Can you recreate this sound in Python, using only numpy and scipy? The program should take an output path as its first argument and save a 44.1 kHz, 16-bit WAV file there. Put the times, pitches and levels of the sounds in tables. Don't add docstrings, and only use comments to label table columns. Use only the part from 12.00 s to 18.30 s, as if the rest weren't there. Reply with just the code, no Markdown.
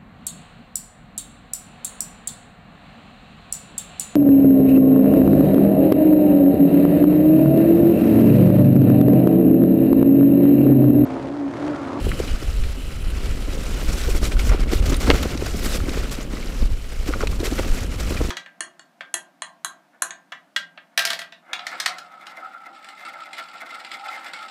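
import sys
import numpy as np
from scipy import signal
from scipy.fft import rfft, irfft, next_fast_len
from scipy.io import wavfile
from scipy.ndimage import uniform_filter1d

SR = 44100
rng = np.random.default_rng(int(sys.argv[2]) if len(sys.argv) > 2 else 0)


def master_out(mix):
    frames = np.transpose(np.atleast_2d(mix))
    ceiling = np.clip(frames, -1, 1)
    pcm = np.round(ceiling * 32767).astype(np.int16)
    wavfile.write(sys.argv[1], SR, pcm)


N = 277830
CUTOFF_HZ = 15600
# t/s, level/dB, f/Hz, fade/cycles
THUMP_EVENTS = [(0.067, -18, 404, 0.83), (0.09, -22, 380, 0.49), (0.2002, -12, 415, 0.68),
                (0.4257, -20, 326, 0.38), (1.483, -21, 301, 0.58), (1.575, -19.5, 417, 0.21),
                (2.0868, -17.5, 414, 0.85), (2.15, -18, 328, 0.6), (2.23, -15.5, 324, 0.33),
                (2.403, -27, 330, .5), (2.514, -18.5, 455, 0.49), (2.5453, -13, 374, 0.51),
                (2.726, -18, 260, 0.39), (2.7323, -10.5, 337, 0.6), (2.899, -15.5, 294, 0.59),
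                (2.921, -18, 325, 0.85), (2.9285, -13, 287, 0.65), (3.079, -12.5, 288, 0.61),
                (3.094, -22, 280, .7), (3.1019, 1, 380, 0.24), (3.112, -9.5, 426, 0.3),
                (3.133, -19, 377, .5), (3.144, -14, 300, 0.41), (3.256, -12, 350, 0.3),
                (3.3511, -17.5, 277, 0.8), (3.4228, -13.5, 400, 0.71), (3.5451, -16.5, 270, 0.35),
                (3.663, -17.5, 293, 0.35), (3.757, -22, 330, 0.22), (3.8835, -14, 305, 0.63),
                (3.974, -15.5, 426, .45), (4.186, -21.5, 284, .5), (4.336, -20.5, 277, 0.41),
                (4.625, -16, 220, 0.43), (5.0876, -16.5, 295, 0.88), (5.106, -20, 470, 1),
                (5.159, -23, 380, 0.41), (5.2351, -11.5, 426, 0.44), (5.4035, -17.5, 340, 0.91),
                (5.431, -17, 393, 0.59), (5.475, -22, 420, 0.98), (5.522, -16, 305, 0.91),
                (5.5896, -17.5, 430, 0.7), (5.5956, -11, 520, 0.37), (5.661, -21.5, 303, 0.45),
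                (5.845, -26, 316, 0.49), (6.109, -14.5, 267, 0.22), (6.121, -18.5, 377, 0.46),
                (6.205, -20.5, 507, 0.98), (6.2129, -9.5, 375, 0.28), (6.249, -20, 383, 0.38)]


def wind():
    airflow = [(0.0, -24, -30), (0.45, -33, -31.5), (0.68, -21.5, -25.5), (0.8, -33, -32), (1.3, -24, -27),
               (1.6, -25.5, -34.5), (2.0, -25.5, -25.5), (2.4, -24.5, -30.5), (2.85, -19, -25),
               (3.05, -23, -25.5), (3.3, -35, -30.5), (3.62, -24, -27.5), (4.25, -30, -41),
               (4.5, -25.5, -39), (4.93, -28.5, -34.5), (5.35, -23, -31), (5.5, -25.5, -35),
               (5.85, -28, -30.5), (6.3, -26, -28.5)]
    gusts = [(0.09, -34, -17.5), (0.33, -16.5, -23.5), (0.49, -18, -28), (0.6, -14, -27.5),
             (0.85, -23.5, -38), (1.065, -19, -39), (1.25, -31, -32), (1.31, -24, -26), (1.73, -26, -23),
             (1.9, -15.5, -22), (2.1, -16, -36), (2.16, -16, -41), (2.25, -19.5, -21.5), (2.37, -12.5, -21),
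             (2.44, -29, -18), (2.51, -10, -20), (2.61, -13.5, -41), (2.79, -11.5, -54),
             (3.135, -17.5, -19), (3.68, -26, -43), (3.81, -37, -21.5), (4.02, -19, -27),
             (4.635, -12, -20.5), (4.72, -12, -28), (5.0, -20, -43), (5.31, -29, -19), (5.72, -13, -40),
             (6.22, -30, -23)]
    eddy_colour = [(12, -8.5), (22, 4.5), (32, -1.5), (46, -1), (62, -33), (100, -17.5), (300, -105)]
    flutter_colour = [(30, -25), (48, 6.5), (62, 6), (80, -2), (110, -10.5), (160, -16), (320, -30.5),
                      (900, -58.5)]
    eddy_db, flutter_db = in_time(airflow)
    gust_s, gust_eddy_db, gust_flutter_db = np.transpose(gusts)
    thump_s, thump_db, *_ = np.transpose(THUMP_EVENTS)
    jolts = swells(thump_s, -19 + 0.71 * thump_db, length_s=0.038)
    eddy_gusts = swells(gust_s, gust_eddy_db, length_s=0.045)
    flutter_gusts = swells(gust_s, gust_flutter_db, length_s=0.045)
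    eddy = np.sqrt(from_db(eddy_db + 0.55 * drift(11)) ** 2 + eddy_gusts)
    flutter = np.sqrt(from_db(flutter_db + 2.5 * drift(8.3)) ** 2 + flutter_gusts + jolts)
    return eddy * buffeting(eddy_colour) + flutter * buffeting(flutter_colour)


def buffeting(colour):
    eddies = coloured(rng.standard_normal(N), colour)
    return eddies / np.sqrt(uniform_filter1d(eddies ** 2, size=3000) + 1e-6)


def leaves():
    litter = [(0.0, -37, -2), (0.3, -35, -2.5), (0.6, -40, 1), (1.0, -39.5, -4.5), (1.4, -36.5, -1.5),
              (2.03, -32.5, 2), (2.35, -37.5, 1.5), (2.56, -32.5, -9), (2.82, -35, -3), (3.08, -28.5, 0),
              (3.36, -34, -1.5), (3.52, -36, 2), (3.7, -31, 3.5), (3.85, -31, 0), (4.25, -36, -2.5),
              (4.58, -36.5, 0), (4.75, -42, 0), (5.38, -35, 0.5), (5.55, -36.5, 3), (5.9, -35, -0.5),
              (6.3, -33, 0)]
    leaf_colour = [(350, 13), (750, 4.5), (980, -0.5), (1320, 7), (1720, 2.5), (2150, 4.5), (3400, 0.5),
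                   (5500, -0.5), (6500, -3.5), (7400, -3), (9000, -8), (11500, -12.5), (13200, -10.5),
                   (15500, -20)]
    crunch_db, crisp_db = in_time(litter)
    heap_power, heap_treble = leaf_heaps()
    clumps = from_db(1.62 * drift(24))
    broad = crackle(per_s=830, spread_db=2.5, fade_s=0.0019)
    hiss = [coloured(rng.standard_normal(N), leaf_colour) for _ in range(2)]
    edges_hz = np.geomspace(350, 17000, 15)
    out = np.zeros(N)
    for k, (low_hz, high_hz) in enumerate(zip(edges_hz, edges_hz[1:])):
        narrow = crackle(per_s=550, spread_db=3, fade_s=0.00064)
        fractures = hiss[k % 2] * np.sqrt((broad + narrow) / 2)
        centre_hz = np.sqrt(low_hz * high_hz)
        treble = np.clip(np.log(centre_hz / 2200) / np.log(7500 / 2200), 0, 1.3)
        litter_gain = from_db(crunch_db + treble * crisp_db)
        heap_gain = np.sqrt(heap_power * (heap_treble / heap_power) ** treble)
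        out += band_pass(fractures, low_hz, high_hz) * np.hypot(litter_gain, heap_gain)
    return ground_contact() * clumps * out


def leaf_heaps():
    heaps = [(0.184, -31, 0.025, 2.5), (1.718, -35.5, .05, -4), (1.823, -36, 0.025, 6),
             (1.876, -34, 0.023, 2.5), (1.91, -32.5, 0.04, 4.5), (1.965, -29, 0.098, 2.5),
             (2.077, -33, 0.047, 7.5), (2.143, -30.5, 0.035, 7), (2.218, -27, 0.052, 4),
             (2.307, -25.5, 0.022, -8), (2.385, -26.5, 0.023, 1), (2.433, -30.5, 0.053, 5.5),
             (2.586, -28.5, 0.045, -2), (2.701, -25.5, 0.061, 3.5), (2.847, -25.5, 0.031, 3.5),
             (2.887, -25.5, 0.022, 3.5), (2.913, -29, 0.032, -2), (2.995, -25.5, 0.027, 4),
             (3.115, -34, 0.042, 4), (3.154, -29, 0.014, 4), (3.221, -21.5, 0.017, -1),
             (3.452, -25, 0.024, -3.5), (3.552, -47, .03, 16.5), (3.621, -36, .05, 7),
             (3.649, -28, 0.028, 5), (3.68, -37, 0.062, 6), (3.746, -29, .03, 5.5), (3.924, -40, 0.042, 6),
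             (4.102, -31, 0.029, 6), (5.053, -36.5, 0.058, 5), (5.429, -28.5, 0.046, 3.5),
             (5.57, -28.5, 0.038, -4), (5.76, -33.5, 0.044, 3.5), (5.823, -34, 0.026, 3.5),
             (5.992, -33.5, 0.032, 3.5), (6.066, -33, .075, 2.5)]
    power, treble_power = np.full(N, 1e-12), np.full(N, 1e-12)
    for s, db, length_s, crisp_db in heaps:
        age = np.arange(SR // 4) / SR / (length_s / 2)
        press = (from_db(db) * 2 * age ** 2 / (1 + age ** 4)) ** 2
        add(power, s, press)
        add(treble_power, s, press * from_db(crisp_db) ** 2)
    return power, treble_power


def ground_contact():
    skims = [(2.2, 0.03), (2.36, 0.036), (2.656, 0.03), (2.814, 0.015), (2.987, 0.033), (3.38, 0.026),
             (3.83, 0.13), (4.099, 0.042), (4.27, 0.046), (4.69, 0.023), (5.272, 0.048), (5.384, 0.025),
             (5.427, 0.017), (5.887, 0.045), (5.972, 0.02)]
    mid_s, length_s = np.transpose(skims)
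    return from_db(-6.5 * swells(mid_s, 0, length_s))


def tyre_roll():
    roll = [(0.0, -33.5), (0.2, -31), (0.46, -41.5), (0.8, -40), (1.9, -34.5), (2.45, -34), (3.12, -30.5),
            (3.47, -35.5), (3.88, -32), (4.05, -35.5), (4.5, -35.5), (4.77, -41.5), (5.0, -45.5),
            (5.2, -31), (5.35, -34.5), (5.85, -36), (6.3, -32.5)]
    roll_colour = [(70, -3), (120, 5.5), (180, 5.5), (260, 7), (400, -2), (550, -3), (750, -15.5),
                   (1100, -14.5), (2500, -42)]
    level_db, = in_time(roll)
    knocks = grains(per_s=900, spread_db=3.5) * rng.choice([-1, 1], N)
    return from_db(level_db + 0.53 * drift(7.7)) * coloured(knocks, roll_colour)


def thumps():
    frame_modes = [(149, 69, -6), (197, 73, 0), (260, 49, 3), (330, 74, -26), (446, 48, 4.5),
                   (526, 58, -7.5), (645, 63, -33)]
    ring_db, judder_db, tyre_cushion_hz = -23.5, -15.5, 1680
    pulses, t = np.zeros(N), np.arange(SR // 20) / SR
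    for s, db, hz, fade_cycles in THUMP_EVENTS:
        age = t * hz / fade_cycles
        add(pulses, s, from_db(db) * age * np.exp(1 - age) * np.sin(2 * np.pi * hz * t))
    thump_s, thump_db, *_ = np.transpose(THUMP_EVENTS)
    contacts = grains(per_s=1500, spread_db=0.5) * rng.choice([-1, 1], N)
    judder_power = swells(thump_s, thump_db + judder_db, length_s=0.015)
    judder = rms_one(resonate(contacts, frame_modes)) * np.sqrt(judder_power)
    body = pulses + from_db(ring_db) * resonate(pulses, frame_modes) + judder
    return signal.sosfilt(signal.butter(2, tyre_cushion_hz, fs=SR, output="sos"), body)


def landing():
    impacts = [(3.1012, 1.5, 4900, 260, .0023), (3.1106, -7, 3800, 600, .0027)]
    rim_modes = [(500, 280, 2), (1250, 150, -17), (2150, 170, -3), (2500, 140, -26), (3480, 110, -17),
                 (4400, 200, -36)]
    crack_fade_s, grind_fade_s, grind_db, tyre_cushion_hz = 0.0032, 0.005, -12, 5400
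    out, t = np.zeros(N), np.arange(SR // 30) / SR
    envelope = np.sqrt(t) * np.exp(-(t / crack_fade_s) ** 2)
    envelope /= envelope.max()
    for s, db, start_hz, end_hz, sweep_s in impacts:
        ragged = rms_one(uniform_filter1d(rng.standard_normal(len(t)), size=12))
        sweep_hz = end_hz + (start_hz - end_hz) * np.exp(-(t / sweep_s) ** 1.4)
        cycles = np.cumsum(sweep_hz * np.exp(0.25 * ragged)) / SR
        add(out, s, from_db(db) * envelope * np.sin(2 * np.pi * cycles))
        grind = rms_one(band_pass(rng.standard_normal(len(t)), 700, 4200))
        add(out, s, from_db(db + grind_db) * grind * np.exp(-t / grind_fade_s))
    wheel = 0.45 * out + resonate(out, rim_modes)
    return signal.sosfilt(signal.butter(6, tyre_cushion_hz, fs=SR, output="sos"), wheel)


def chain_slaps():
    slaps = [(0.1166, -5, 1580), (0.277, -16, 2900), (0.638, -15.5, 2670), (2.148, -12.5, 1500),
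             (2.228, -18, 1200), (2.2528, -8.5, 3570), (2.368, -14, 1400), (2.394, -9, 2300),
             (2.495, -8, 1370), (2.514, -24, 950), (2.523, -19, 1370), (2.535, -23, 1250),
             (2.549, -25, 1500), (3.0734, -4, 1230), (3.1383, -13, 1400), (3.187, -13, 2400),
             (3.255, -15, 1300), (3.3456, -18, 1330), (3.4598, -16, 1500), (3.803, -13, 1340),
             (3.8816, -14, 1260), (4.37, -16, 1350), (4.4276, -17, 2320), (5.1264, -12, 1350),
             (5.1367, -2.5, 1350), (5.2072, -5, 1250), (5.2144, -11, 1300), (5.2277, -6, 1200),
             (5.2712, -14, 2200), (5.329, -15, 1100), (5.4545, -17, 2320), (5.579, -11.5, 2020),
             (5.5945, -11, 1150), (5.6326, -14, 1350), (5.7768, -19, 1920), (6.167, -12, 2190),
             (6.1737, -9, 2380)]
    chain_modes = [(1070, 3, 0.011), (1370, 6, 0.0082), (1500, -7, 0.027), (1950, -3, 0.011),
                   (2270, -0.5, 0.02), (2405, -2.5, 0.028), (3220, -11, 0.016), (3480, -7, .012),
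                   (4010, -1.5, 0.019), (5270, -7, .01)]
    return from_db(-15.5) * blows(slaps, chain_modes, focus_octaves=0.75, scatter_db=1.2,
                                  grind_gain=0.7, grind_s=0.0023, knock_gain=0.6)


def twigs_and_grit():
    ticks = [(0.638, -25, 3200), (2.0174, -13, 4960), (2.493, -4.5, 6000), (2.8864, -12, 4980),
             (2.9435, 0, 4700), (2.9662, -6, 9550), (3.3752, -5.5, 4900), (3.8931, -3, 4870),
             (4.0957, -9, 4400), (4.152, -8, 4800), (4.229, -14, 7060), (4.4583, -15, 5840),
             (5.2145, -8.5, 5710), (5.2723, 0.5, 4000), (5.4016, -7, 4550), (5.469, -2.5, 4800),
             (5.5945, -17, 3400)]
    grit_modes = [(2740, 30.5, 0.0036), (3030, -5, 0.0035), (4000, 7.5, 0.0048), (4570, -9, 0.0084),
                  (5710, 1.5, 0.0044), (7060, 0, 0.0084), (7000, -23, 0.0033), (9250, 2, 0.0093),
                  (11300, -22, .005), (13400, -17, .004)]
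    return from_db(-22) * blows(ticks, grit_modes, focus_octaves=0.36, scatter_db=1.5,
                                grind_gain=1, grind_s=0.0024, knock_gain=0.42)


def blows(events, modes, focus_octaves, scatter_db, grind_gain, grind_s, knock_gain):
    out, t = np.zeros(N), np.arange(SR // 14) / SR
    hz, mode_db, t60_s = np.transpose(modes)
    signs = (-1) ** np.arange(len(hz))
    decays = from_db(-60 * t / t60_s[:, None])
    for s, db, centre_hz in events:
        level_scatter, pitch_scatter = rng.standard_normal((2, len(hz)))
        focus = 1 / (1 + (np.log2(hz / centre_hz) / focus_octaves) ** 2) ** 2
        gains = signs * focus * from_db(mode_db + scatter_db * level_scatter)
        pitch_hz = hz * np.exp(0.028 * pitch_scatter)
        ring = gains @ (np.sin(2 * np.pi * pitch_hz[:, None] * t) * decays)
        grind = rng.standard_normal(len(t)) * np.sqrt(t) * np.exp(-t / grind_s)
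        contact = (t == 0) + grind_gain * grind / np.linalg.norm(grind)
        knock = band_pass(contact, 0.58 * centre_hz, min(1.7 * centre_hz, CUTOFF_HZ))
        sound = rms_one(signal.fftconvolve(contact, ring)[:len(t)]) + knock_gain * rms_one(knock)
        crest = np.sqrt(2 * uniform_filter1d(sound ** 2, size=260).max())
        add(out, s, from_db(db) * sound / crest)
    return out


def clatter():
    bursts = [(2.159, -32, 0.016), (2.529, -27, 0.024), (2.732, -30.5, .02), (2.927, -33, 0.031),
              (3.117, -23, 0.0087), (3.156, -26, 0.023), (3.941, -28.5, 0.015), (4.03, -37, 0.047),
              (5.09, -35, 0.028), (5.232, -35, 0.018), (5.469, -34, .035), (5.588, -25, 0.0084),
              (5.643, -35, 0.03)]
    clatter_colour = [(200, 2), (450, 12), (750, 2.5), (1000, -1), (1330, 5), (1750, 0), (2200, -1),
                      (3000, -6), (5000, -15), (9000, -40)]
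    contacts = grains(per_s=1700, spread_db=4.5) * rng.choice([-1, 1], N)
    return np.sqrt(swells(*np.transpose(bursts))) * coloured(contacts, clatter_colour)


def drivetrain():
    whirr = [(0, -39.5), (0.3, -47), (0.42, -49), (0.65, -46.5), (1.2, -46.5), (1.8, -48.5), (4.3, -54),
             (5.4, -51), (6.3, -50)]
    hub_modes = [(1400, 260, 8.5), (2100, 160, 2.2), (2560, 140, 8.3), (2756, 120, 12), (2950, 240, 13.7),
                 (3920, 105, 9.7), (7450, 720, 2), (9150, 1800, 1.1)]
    level_db, = in_time(whirr)
    pawl_hz = 220 * np.exp(0.06 * drift(2.2))
    pawls = pulse_train(pawl_hz) * from_db(6.4 * drift(69))
    drive = 0.59 * rms_one(pawls) + rng.standard_normal(N)
    chain_sway_db = 2.54 * drift(29)
    return from_db(level_db + chain_sway_db) * rms_one(resonate(drive, hub_modes))


def cable_buzz():
    cable_modes = [(1390, 140, -3), (2550, 74, 0), (2900, 64, 5), (2970, 68, 1), (4870, 90, -5)]
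    start_s, level_db, fade_s = 0.277, -39, 0.074
    age_s = np.arange(N) / SR - start_s
    contact_hz = 230 * np.exp(0.13 * drift(60))
    contacts = pulse_train(contact_hz) * from_db(1.7 * drift(90))
    envelope = (age_s > 0) * np.exp(-np.abs(age_s) / fade_s)
    return from_db(level_db) * envelope * rms_one(resonate(contacts, cable_modes))


def from_db(db):
    return 10 ** (np.asarray(db) / 20)


def rms_one(x):
    return x / np.sqrt(np.mean(x ** 2) + 1e-20)


def in_time(rows):
    s, *columns = np.transpose(rows)
    return [np.interp(np.arange(N) / SR, s, column) for column in columns]


def add(track, s, sound):
    at = max(0, round(s * SR))
    track[at:at + len(sound)] += sound[:max(0, N - at)]


def coloured(x, colour):
    size = next_fast_len(N)
    bin_hz = np.arange(size // 2 + 1) * SR / size
    hz, db = np.transpose(colour)
    gain = from_db(np.interp(np.log(bin_hz + 1e-6), np.log(hz), db))
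    return rms_one(irfft(rfft(x, size) * gain, size)[:N])


def band_pass(x, low_hz, high_hz):
    return signal.sosfilt(signal.butter(2, [low_hz, high_hz], "band", fs=SR, output="sos"), x)


def resonate(x, modes):
    return sum(from_db(db) * signal.lfilter(*signal.iirpeak(hz, hz / width_hz, fs=SR), x + 1e-18)
               for hz, width_hz, db in modes)


def drift(rate_hz):
    hop, settle = 40, 2000
    pole = np.exp(-2 * np.pi * rate_hz * hop / SR)
    noise = rng.standard_normal(N // hop + settle + 2)
    slow = signal.lfilter([1], [1, -2 * pole, pole * pole], noise)[settle:]
    return np.interp(np.arange(N) / hop, np.arange(len(slow)), rms_one(slow))


def pulse_train(hz):
    return np.diff(np.floor(np.cumsum(hz) / SR), prepend=0)


def grains(per_s, spread_db):
    born = rng.random(N) < per_s / SR
    return born * from_db(spread_db * np.minimum(rng.exponential(1, N), 4.5))


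def crackle(per_s, spread_db, fade_s):
    pole = np.exp(-1 / (fade_s * SR))
    power = signal.lfilter([1], [1, -2 * pole, pole * pole], grains(per_s, spread_db) ** 2 + 1e-18)
    return power / power.mean()


def swells(times_s, levels_db, length_s):
    power, t = np.zeros(N), np.arange(N) / SR
    for s, db, width_s in np.broadcast(times_s, levels_db, length_s):
        near = slice(max(0, int(s * SR) - SR // 4), int(s * SR) + SR // 4)
        power[near] += from_db(db) ** 2 * np.exp(-(2 * (t[near] - s) / width_s) ** 2)
    return power


def scene():
    hits = chain_slaps() + twigs_and_grit()
    riding = wind() + tyre_roll() + leaves() + drivetrain()
    jolts = cable_buzz() + thumps() + clatter() + landing()
    return (hits + riding + jolts)[None]


def record(dry):
    ceiling = 0.93
    limited = dry / (1 + (dry / ceiling) ** 6) ** (1 / 6)
    return signal.sosfilt(signal.ellip(12, 0.1, 80, CUTOFF_HZ, fs=SR, output="sos"), limited)


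dry = scene()
out = record(dry)
master_out(out)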